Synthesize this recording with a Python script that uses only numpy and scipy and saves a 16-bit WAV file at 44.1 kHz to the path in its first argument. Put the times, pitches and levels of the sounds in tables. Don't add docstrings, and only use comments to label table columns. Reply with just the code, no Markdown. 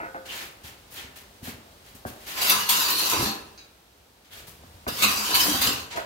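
import sys
import numpy as np
from scipy import signal
from scipy.fft import rfft, irfft, next_fast_len
from scipy.io import wavfile
from scipy.ndimage import map_coordinates

SR = 44100
rng = np.random.default_rng(int(sys.argv[2]) if len(sys.argv) > 2 else 0)


def unload_audio(sound):
    columns = np.transpose(np.atleast_2d(sound))
    steps = np.round(np.clip(columns, -1, 1) * 32767)
    wavfile.write(sys.argv[1], SR, steps.astype(np.int16))


N = 266805
TIME = np.arange(N) / SR


def from_db(db):
    return 10 ** (np.asarray(db) / 20)


def rms_one(x):
    return x / np.sqrt(np.mean(x ** 2) + 1e-20)


def at_hz(points, hz):
    known_hz, values = np.transpose(points)
    return np.interp(np.log(np.maximum(hz, 1)), np.log(known_hz), values)


def drift(per_s):
    return np.interp(TIME * per_s, np.arange(8000), rng.standard_normal(8000))


def envelope(s, rise_s, length_s, t60_s):
    rise = np.clip((TIME - s) / rise_s, 0, 1)
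    return rise * from_db(-60 * np.clip((TIME - s - length_s) / t60_s, 0, 2))


def strokes(rows, shape):
    return sum(from_db([[first], [second]]) * shape(s, duration) for s, duration, first, second in rows)


def ring(force, hz, t60_s):
    r = from_db(-60 / (t60_s * SR))
    w = 2 * np.pi * hz / SR
    return signal.lfilter([0, np.sin(w)], [1, -2 * r * np.cos(w), r * r], force + 1e-18)


# frequency in Hz, likeness from 0 to 1.
LIKENESS = [(60, .99), (110, .99), (200, .99), (380, .95), (700, .55), (1290, .25), (2400, .1), (4400, 0),
            (8100, .3), (15000, .58)]


def two_ears(pair, hz, likeness=LIKENESS):
    alike = np.clip(at_hz(likeness, hz), -.99, .99)
    mid = np.sqrt((1 + alike) / 2) * pair[0]
    side = np.sqrt((1 - alike) / 2) * pair[1]
    return np.array([mid + side, mid - side])


def coloured(pair, spectrum, likeness=LIKENESS):
    size = next_fast_len(N)
    hz = np.arange(size // 2 + 1) * SR / size
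    bins = two_ears(rfft(pair, size), hz, likeness) * from_db(at_hz(spectrum, hz))
    return rms_one(irfft(bins, size)[:, :N])


def grains(per_s, spread_db):
    sizes = from_db(spread_db * np.minimum(rng.exponential(1, (2, N)), 4))
    signed = sizes * rng.choice([-1, 1], (2, N))
    return rms_one(signed * (rng.random((2, N)) < per_s / SR))


def shifting(x, depth_db, width_hz, per_s):
    hz, s, cells = signal.stft(x, SR, nperseg=1024)
    field = rng.standard_normal((400, 600))
    where = np.meshgrid(hz / width_hz, s * per_s, indexing="ij")
    swell = map_coordinates(field, where, order=1, mode="wrap")
    return rms_one(signal.istft(cells * from_db(depth_db * swell), SR)[1][:, :N])


def rubbed(modes, strength, wander_db):
    out = 0
    for hz, db, t60_s in modes:
        force = rng.standard_normal((2, N)) * strength * from_db(wander_db * drift(7.3))
        fed = ring(force, hz, t60_s)
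        even = np.sqrt(4 * np.log(1000) / (t60_s * SR))
        out = out + from_db(db) * even * two_ears(fed, hz)
    return out


def struck(blows, modes, crunch, crunch_s):
    out, t = np.zeros(N + SR), TIME[:SR // 2]
    for s, db, hardness_hz in blows:
        force = (t == 0) + crunch * rng.standard_normal(len(t)) * np.exp(-t / crunch_s)
        soften = signal.butter(2, min(hardness_hz, SR / 3), fs=SR, output="sos")
        force = signal.sosfilt(soften, force)
        sound = 0
        for k, (hz, level_db, t60_s) in enumerate(modes):
            sound = sound + (-1) ** k * from_db(level_db) * ring(force, hz, t60_s)
        start = max(round(s * SR), 0)
        out[start:start + len(t)] += from_db(db) * sound / np.abs(sound).max()
    return out[:N]


# frequency in Hz, t60 in seconds.
SHOP_T60 = [(100, 0.23), (400, 0.8), (1500, 0.59), (4500, 0.29), (9000, 0.3), (16000, 0.08)]


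def workshop(x, wet_db):
    t, tail = TIME[:SR * 3 // 4], 0
    edges_hz = np.geomspace(50, 18000, 11)
    for low, high in zip(edges_hz, edges_hz[1:]):
        hz = np.sqrt(low * high)
        band_pass = signal.butter(2, [low, high], "band", fs=SR, output="sos")
        band = signal.sosfilt(band_pass, rng.standard_normal((2, len(t))))
        tail = tail + two_ears(band, hz) * from_db(-60 * t / at_hz(SHOP_T60, hz))
    tail = rms_one(tail * (t > .004)) / np.sqrt(len(t))
    wet = from_db(wet_db)
    echo = signal.fftconvolve(x * np.ones((2, 1)), tail, axes=1)[:, :N]
    return (x + wet * echo) / np.hypot(1, wet)


# start in seconds, length in seconds, rustle in dB, rumble in dB.
MOVES = [(-.2, 3.72, -59.5, -69), (4.3, 3.2, -58.5, -57.5)]
# frequency in Hz, relative density in dB per Hz.
AIR_COLOUR = [(25, -24.5), (50, 4), (85, -4), (140, -7.5), (210, -5.5), (300, -7), (500, -6.5), (900, -8.5),
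              (2000, -14.5), (4000, -14), (7000, -20), (9000, -23), (16000, -24)]
# frequency in Hz, relative density in dB per Hz.
RUMBLE_COLOUR = [(25, -26.5), (50, 6), (85, 12), (125, 2.5), (170, -1), (300, -19), (1000, -72)]
# frequency in Hz, likeness from 0 to 1.
AIR_SAND_LIKENESS = [(60, .99), (200, .98), (380, .92), (700, .6), (1290, .15), (4400, 0), (7000, .15),
                     (8500, .9), (15000, .94)]
MOVE_RISE_S, MOVE_T60_S = 0.083, 1
STILL_AIR_DB, STILL_RUMBLE_DB = -57, -70.5
JUDDER_TO_FLOOR_DB = -15.5


def background(judder):
    rustle, weight = strokes(MOVES, lambda s, length: envelope(s, MOVE_RISE_S, length, MOVE_T60_S))
    shaking = from_db(STILL_RUMBLE_DB) + weight + from_db(JUDDER_TO_FLOOR_DB) * judder
    rumble = shaking * coloured(rng.standard_normal((2, N)), RUMBLE_COLOUR)
    air = coloured(rng.standard_normal((2, N)), AIR_COLOUR, AIR_SAND_LIKENESS)
    return rumble + (from_db(STILL_AIR_DB) + rustle) * air


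# start in seconds, length in seconds, rub in relative dB, grit in relative dB.
SCUFFS = [(.25, 0.028, -44.5, -50), (.286, 0.13, -38, -44.5), (.41, .07, -64.5, -56),
          (.630, 0.047, -44, -47.5), (.90, 0.078, -50, -45), (.945, 0.089, -45, -59),
          (1.156, 0.017, -45.5, -46.5), (1.422, 0.072, -42.5, -43), (1.84, .055, -54.5, -57),
          (1.945, .018, -60, -50), (2.056, 0.043, -48.5, -45.5), (2.15, 0.26, -49.5, -53),
          (2.262, 0.054, -39, -42.5), (2.365, 0.049, -32, -41), (4.235, 0.042, -57.5, -67),
          (4.305, 0.091, -47, -49.5), (4.466, .028, -57, -46.5), (5.90, 0.039, -37.5, -56),
          (5.958, 0.016, -39.5, -46)]
# frequency in Hz, relative density in dB per Hz.
RUB_COLOUR = [(100, -20), (400, -5.5), (850, -3), (1200, -4.5), (1700, 0), (2300, -0.5), (3000, -0.5),
              (4300, -2.5), (5500, -7.5), (7000, -8), (8500, -15), (16000, -39)]
# frequency in Hz, relative density in dB per Hz.
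SAND_COLOUR = [(3000, -2), (6500, -1), (8500, -3), (11500, 0.5), (14000, 0), (16000, -2.5)]
SCUFF_RISE_SHARE, SCUFF_T60_S = 0.34, 0.27


def scuffs():
    rub, grit = strokes(SCUFFS, lambda s, length: envelope(s, SCUFF_RISE_SHARE * length, length, SCUFF_T60_S))
    uneven = from_db(1.0 * drift(90))
    sole = coloured(grains(per_s=14000, spread_db=0.5), RUB_COLOUR)
    sand = coloured(grains(per_s=4800, spread_db=-9.5), SAND_COLOUR, AIR_SAND_LIKENESS)
    sand = sand * from_db([[1.8], [-1.8]])
    return workshop(rub * uneven * sole, wet_db=-5.5) + from_db(0.5) * grit * uneven * sand


# start in seconds, relative peak in dB, hardness (low-pass) in Hz.
THUDS = [(.638, -37, 131), (1.038, -37, 129), (1.421, -30, 172), (1.473, -27.5, 460), (1.538, -37.5, 159),
         (1.944, -39.5, 200), (2.051, -19, 795), (2.060, -31, 1100), (3.186, -26.5, 199),
         (3.220, -22.5, 231), (3.252, -34, 170), (4.475, -38, 141), (4.635, -38, 590), (4.866, -25.5, 328),
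         (4.915, -36, 151), (5.018, -42, 200), (5.538, -21, 704), (5.670, -21.5, 327)]
# frequency in Hz, relative level in dB, t60 in seconds.
THUD_MODES = [(89, -2, 0.05), (118, 0, 0.039), (190, -1.5, 0.026), (241, -3, 0.055), (294, -7, 0.027),
              (401, -11.5, 0.086), (493, 1.5, 0.0099), (760, 4, 0.012), (1100, 3.5, 0.014),
              (1620, 9, 0.012)]


def thuds():
    blows = struck(THUDS, THUD_MODES, crunch=0.023, crunch_s=0.014)
    return from_db(-0.9) * workshop(blows, wet_db=-7.0)


# start in seconds, relative peak in dB, hardness (low-pass) in Hz.
KNOCKS = [(.001, -31, 1900), (.028, -34, 1800), (.048, -39, 2000), (.065, -49, 1800), (.1455, -32, 950),
          (.155, -41, 1100), (4.866, -31, 1100), (5.972, -27, 2000)]
# frequency in Hz, relative level in dB, t60 in seconds.
FRAME_MODES = [(318.5, -4, 0.081), (386, -7.5, 0.073), (469, -12, 0.21), (529, -11, 0.28),
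               (695, 0.5, 0.056), (721, -12.5, 0.087), (856, 9, 0.015), (1280, 7.5, 0.034),
               (1490, 14, 0.029), (2000, 17.5, 0.0051), (2590, 10, 0.0095)]


def knocks():
    blows = struck(KNOCKS, FRAME_MODES, crunch=0.11, crunch_s=0.027)
    return from_db(8.0) * workshop(blows, wet_db=-12.5)


# start in seconds, relative peak in dB, hardness (low-pass) in Hz.
TICKS = [(3.577, -29.5, 8000)]
# frequency in Hz, relative level in dB, t60 in seconds.
TICK_MODES = [(1316, -29, .6), (2700, -4, .006), (3886, -25, .2), (4600, 0, .005), (6600, -3, .003)]


def tick():
    return workshop(struck(TICKS, TICK_MODES, crunch=0.12, crunch_s=0.0049), wet_db=6.0)


# start in seconds, length in seconds, pitch in Hz, relative level in dB, t60 in cycles.
SCREECHES = [(0.283, 0.064, 3000, -37.5, 18), (0.968, 0.048, 3260, -44, 15), (2.893, 0.13, 4170, -29, 55),
             (2.995, 0.097, 4300, -33, 37), (3.11, 0.075, 1024, -29, 21), (3.164, 0.087, 122, -36, 17),
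             (3.174, 0.069, 334, -36, 29), (4.307, .045, 3230, -49.5, 11), (5.328, 0.048, 4350, -22.5, 63),
             (5.399, 0.046, 5170, -25, 55), (5.411, 0.2, 308, -35.5, 66), (5.951, 0.046, 667, -33, 40),
             (5.926, 0.11, 953, -39.5, 68)]


def screeches():
    out, slips = 0, grains(per_s=1400, spread_db=-5.0)
    for s, length_s, hz, db, cycles in SCREECHES:
        swell = np.sqrt(np.abs(np.sin(np.pi * np.clip((TIME - s) / length_s, 0, 1))))
        tone = rms_one(two_ears(ring(slips, hz, cycles / hz), hz))
        out = out + from_db(db) * swell * tone
    return from_db(1.5) * workshop(out, wet_db=-8.5)


# start in seconds, length in seconds, rasp in relative dB, ring in relative dB.
SLIDES = [(2.329, 0.3, -29, -32.5), (2.681, 0.58, -26, -30), (4.934, 0.64, -25.5, -32.5),
          (5.6, 0.092, -26, -33)]
# start in seconds, t60 in seconds, rasp in relative dB, grit in relative dB.
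CATCHES = [(2.413, 0.65, -23, -26), (2.494, 0.095, -21.5, -18), (2.688, 0.35, -15.5, -18),
           (2.898, 0.18, -51, -29), (2.98, 0.21, -27, -27), (3.095, 0.14, -25, -32), (4.875, 0.5, -30, -36),
           (5.021, 0.12, -17.5, -21.5), (5.342, 0.78, -23, -23), (5.395, .25, -45, -27.5),
           (5.613, 0.13, -19, -20), (5.664, 0.04, -28.5, -44)]
# start in seconds, length in seconds, judder in relative dB, ring in relative dB.
SHUDDERS = [(2.485, 0.037, -40.5, -21), (3.115, 0.023, -35.5, -29), (3.175, 0.12, -42.5, -64),
            (4.865, 0.029, -40, -30), (5.01, 0.047, -38.5, -28), (5.29, 0.067, -43.5, -26.5),
            (5.41, 0.35, -43.5, -47)]
SLIDE_RISE_S, SLIDE_T60_S, GRIT_T60_S = 0.085, 0.41, 0.35
CATCH_RISE_S, CATCH_HOLD_S = 0.0046, 0.0079
SHUDDER_RISE_S, SHUDDER_T60_S = 0.022, 0.099
GRIT_DB, JUDDER_DB = -5.5, -18.5


def pull_strengths():
    slide, singing = strokes(SLIDES, lambda s, length: envelope(s, SLIDE_RISE_S, length, SLIDE_T60_S))
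    cracking, _ = strokes(SLIDES, lambda s, length: envelope(s, SLIDE_RISE_S, length, GRIT_T60_S))
    catch_s = CATCH_RISE_S + CATCH_HOLD_S
    rasp, grit = strokes(CATCHES, lambda s, t60: envelope(s, CATCH_RISE_S, catch_s, t60))
    judder, ringing = strokes(
        SHUDDERS, lambda s, length: envelope(s, SHUDDER_RISE_S, length, SHUDDER_T60_S))
    all_grit = from_db(GRIT_DB) * cracking + grit
    all_judder = from_db(JUDDER_DB) * slide + judder
    return slide + rasp, all_grit, singing + ringing, all_judder


# frequency in Hz, relative density in dB per Hz.
RASP_COLOUR = [(300, -20), (600, -17.5), (1050, 0), (1500, -5), (1950, -4.5), (2350, -4.5), (2800, 2.5),
               (3350, -2), (4000, 2.5), (4550, 4.5), (5300, -3), (7000, -3.5), (8300, -9), (15000, -14)]
# frequency in Hz, relative density in dB per Hz.
GRIT_COLOUR = [(4000, -18), (7000, -8.5), (8500, -7), (10000, -5), (11500, 5), (12700, -2), (14200, 2),
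               (16000, -3.5)]
# frequency in Hz, relative density in dB per Hz.
JUDDER_COLOUR = [(30, -33.5), (55, -38), (120, -33), (170, -2), (280, -9.5), (480, 0.5), (700, 0.5),
                 (1300, -20.5)]
# frequency in Hz, relative level in dB, t60 in seconds.
PLATE_MODES = [(790, -6, 0.19), (960.5, -2.5, 0.31), (983, -10, 0.15), (1033, -2, 0.16), (1104.4, -8, 0.18),
               (1165, -2.5, 0.31), (1295, -3.5, 0.12), (1497, -4.5, 0.018), (1682, -8.5, 0.22),
               (2630, -8.5, 0.078), (2606, -8, 0.54), (2876, -35, 0.042), (3017, -10.5, 0.071),
               (3580, -30, 0.19), (3890, -1, 0.36), (4350, -31, 0.12), (4200, -36, .1), (4800, -8, 0.0798),
               (4610, -9, 0.17), (5880, -3, 0.086)]
# frequency in Hz, relative level in dB, t60 in seconds.
FLEX_MODES = [(115.6, -4, 0.37), (210.6, 1.5, 0.19), (261, -7, 0.45), (292.6, -3.5, 0.23),
              (318, 0.5, 0.075), (405.5, 2, 0.21)]


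def dragged_plate(rasp, grit, ringing, judder):
    slip = from_db(0.8 * drift(220) + 1.6 * drift(45))
    edge = coloured(grains(per_s=5000, spread_db=1.0), RASP_COLOUR)
    edge = shifting(edge, depth_db=6.0, width_hz=189, per_s=22)
    edge = edge * slip * from_db(-2.0) * rasp
    crushed = coloured(grains(per_s=5000, spread_db=-4.0), GRIT_COLOUR)
    crushed = shifting(crushed, depth_db=5.0, width_hz=240, per_s=31)
    crushed = crushed * slip * from_db(-1.5) * grit
    crushed = crushed * from_db([[1.5], [-1.5]])
    shudder = coloured(grains(per_s=900, spread_db=6.5), JUDDER_COLOUR)
    shudder = shudder * from_db(0.5) * judder * from_db(2.0 * drift(60))
    rings = rubbed(PLATE_MODES, from_db(-10.0) * slip * ringing, wander_db=2.0)
    flex = rubbed(FLEX_MODES, from_db(-12.0) * judder, wander_db=8.0)
    return workshop(edge + crushed, wet_db=-4.0) + workshop(rings + flex + shudder, wet_db=-11.0)


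def scene():
    rasp, grit, ringing, judder = pull_strengths()
    contacts = scuffs() + thuds() + knocks() + tick() + screeches()
    return background(judder) + contacts + dragged_plate(rasp, grit, ringing, judder)


LEAD_S = 0.00032
LOW_CUT_HZ, CUTOFF_HZ = 42, 15750


def record(dry):
    size = next_fast_len(N + 1024)
    hz = np.arange(size // 2 + 1) * SR / size
    turns = np.minimum(hz * LEAD_S, 1)
    right = irfft(rfft(dry[1], size) * np.exp(-2j * np.pi * turns), size)[:N]
    ears = np.array([dry[0], right])
    thin = signal.sosfilt(signal.butter(2, LOW_CUT_HZ, "high", fs=SR, output="sos"), ears)
    return signal.sosfilt(signal.ellip(12, .1, 90, CUTOFF_HZ, fs=SR, output="sos"), thin)


dry = scene()
out = record(dry)
unload_audio(out)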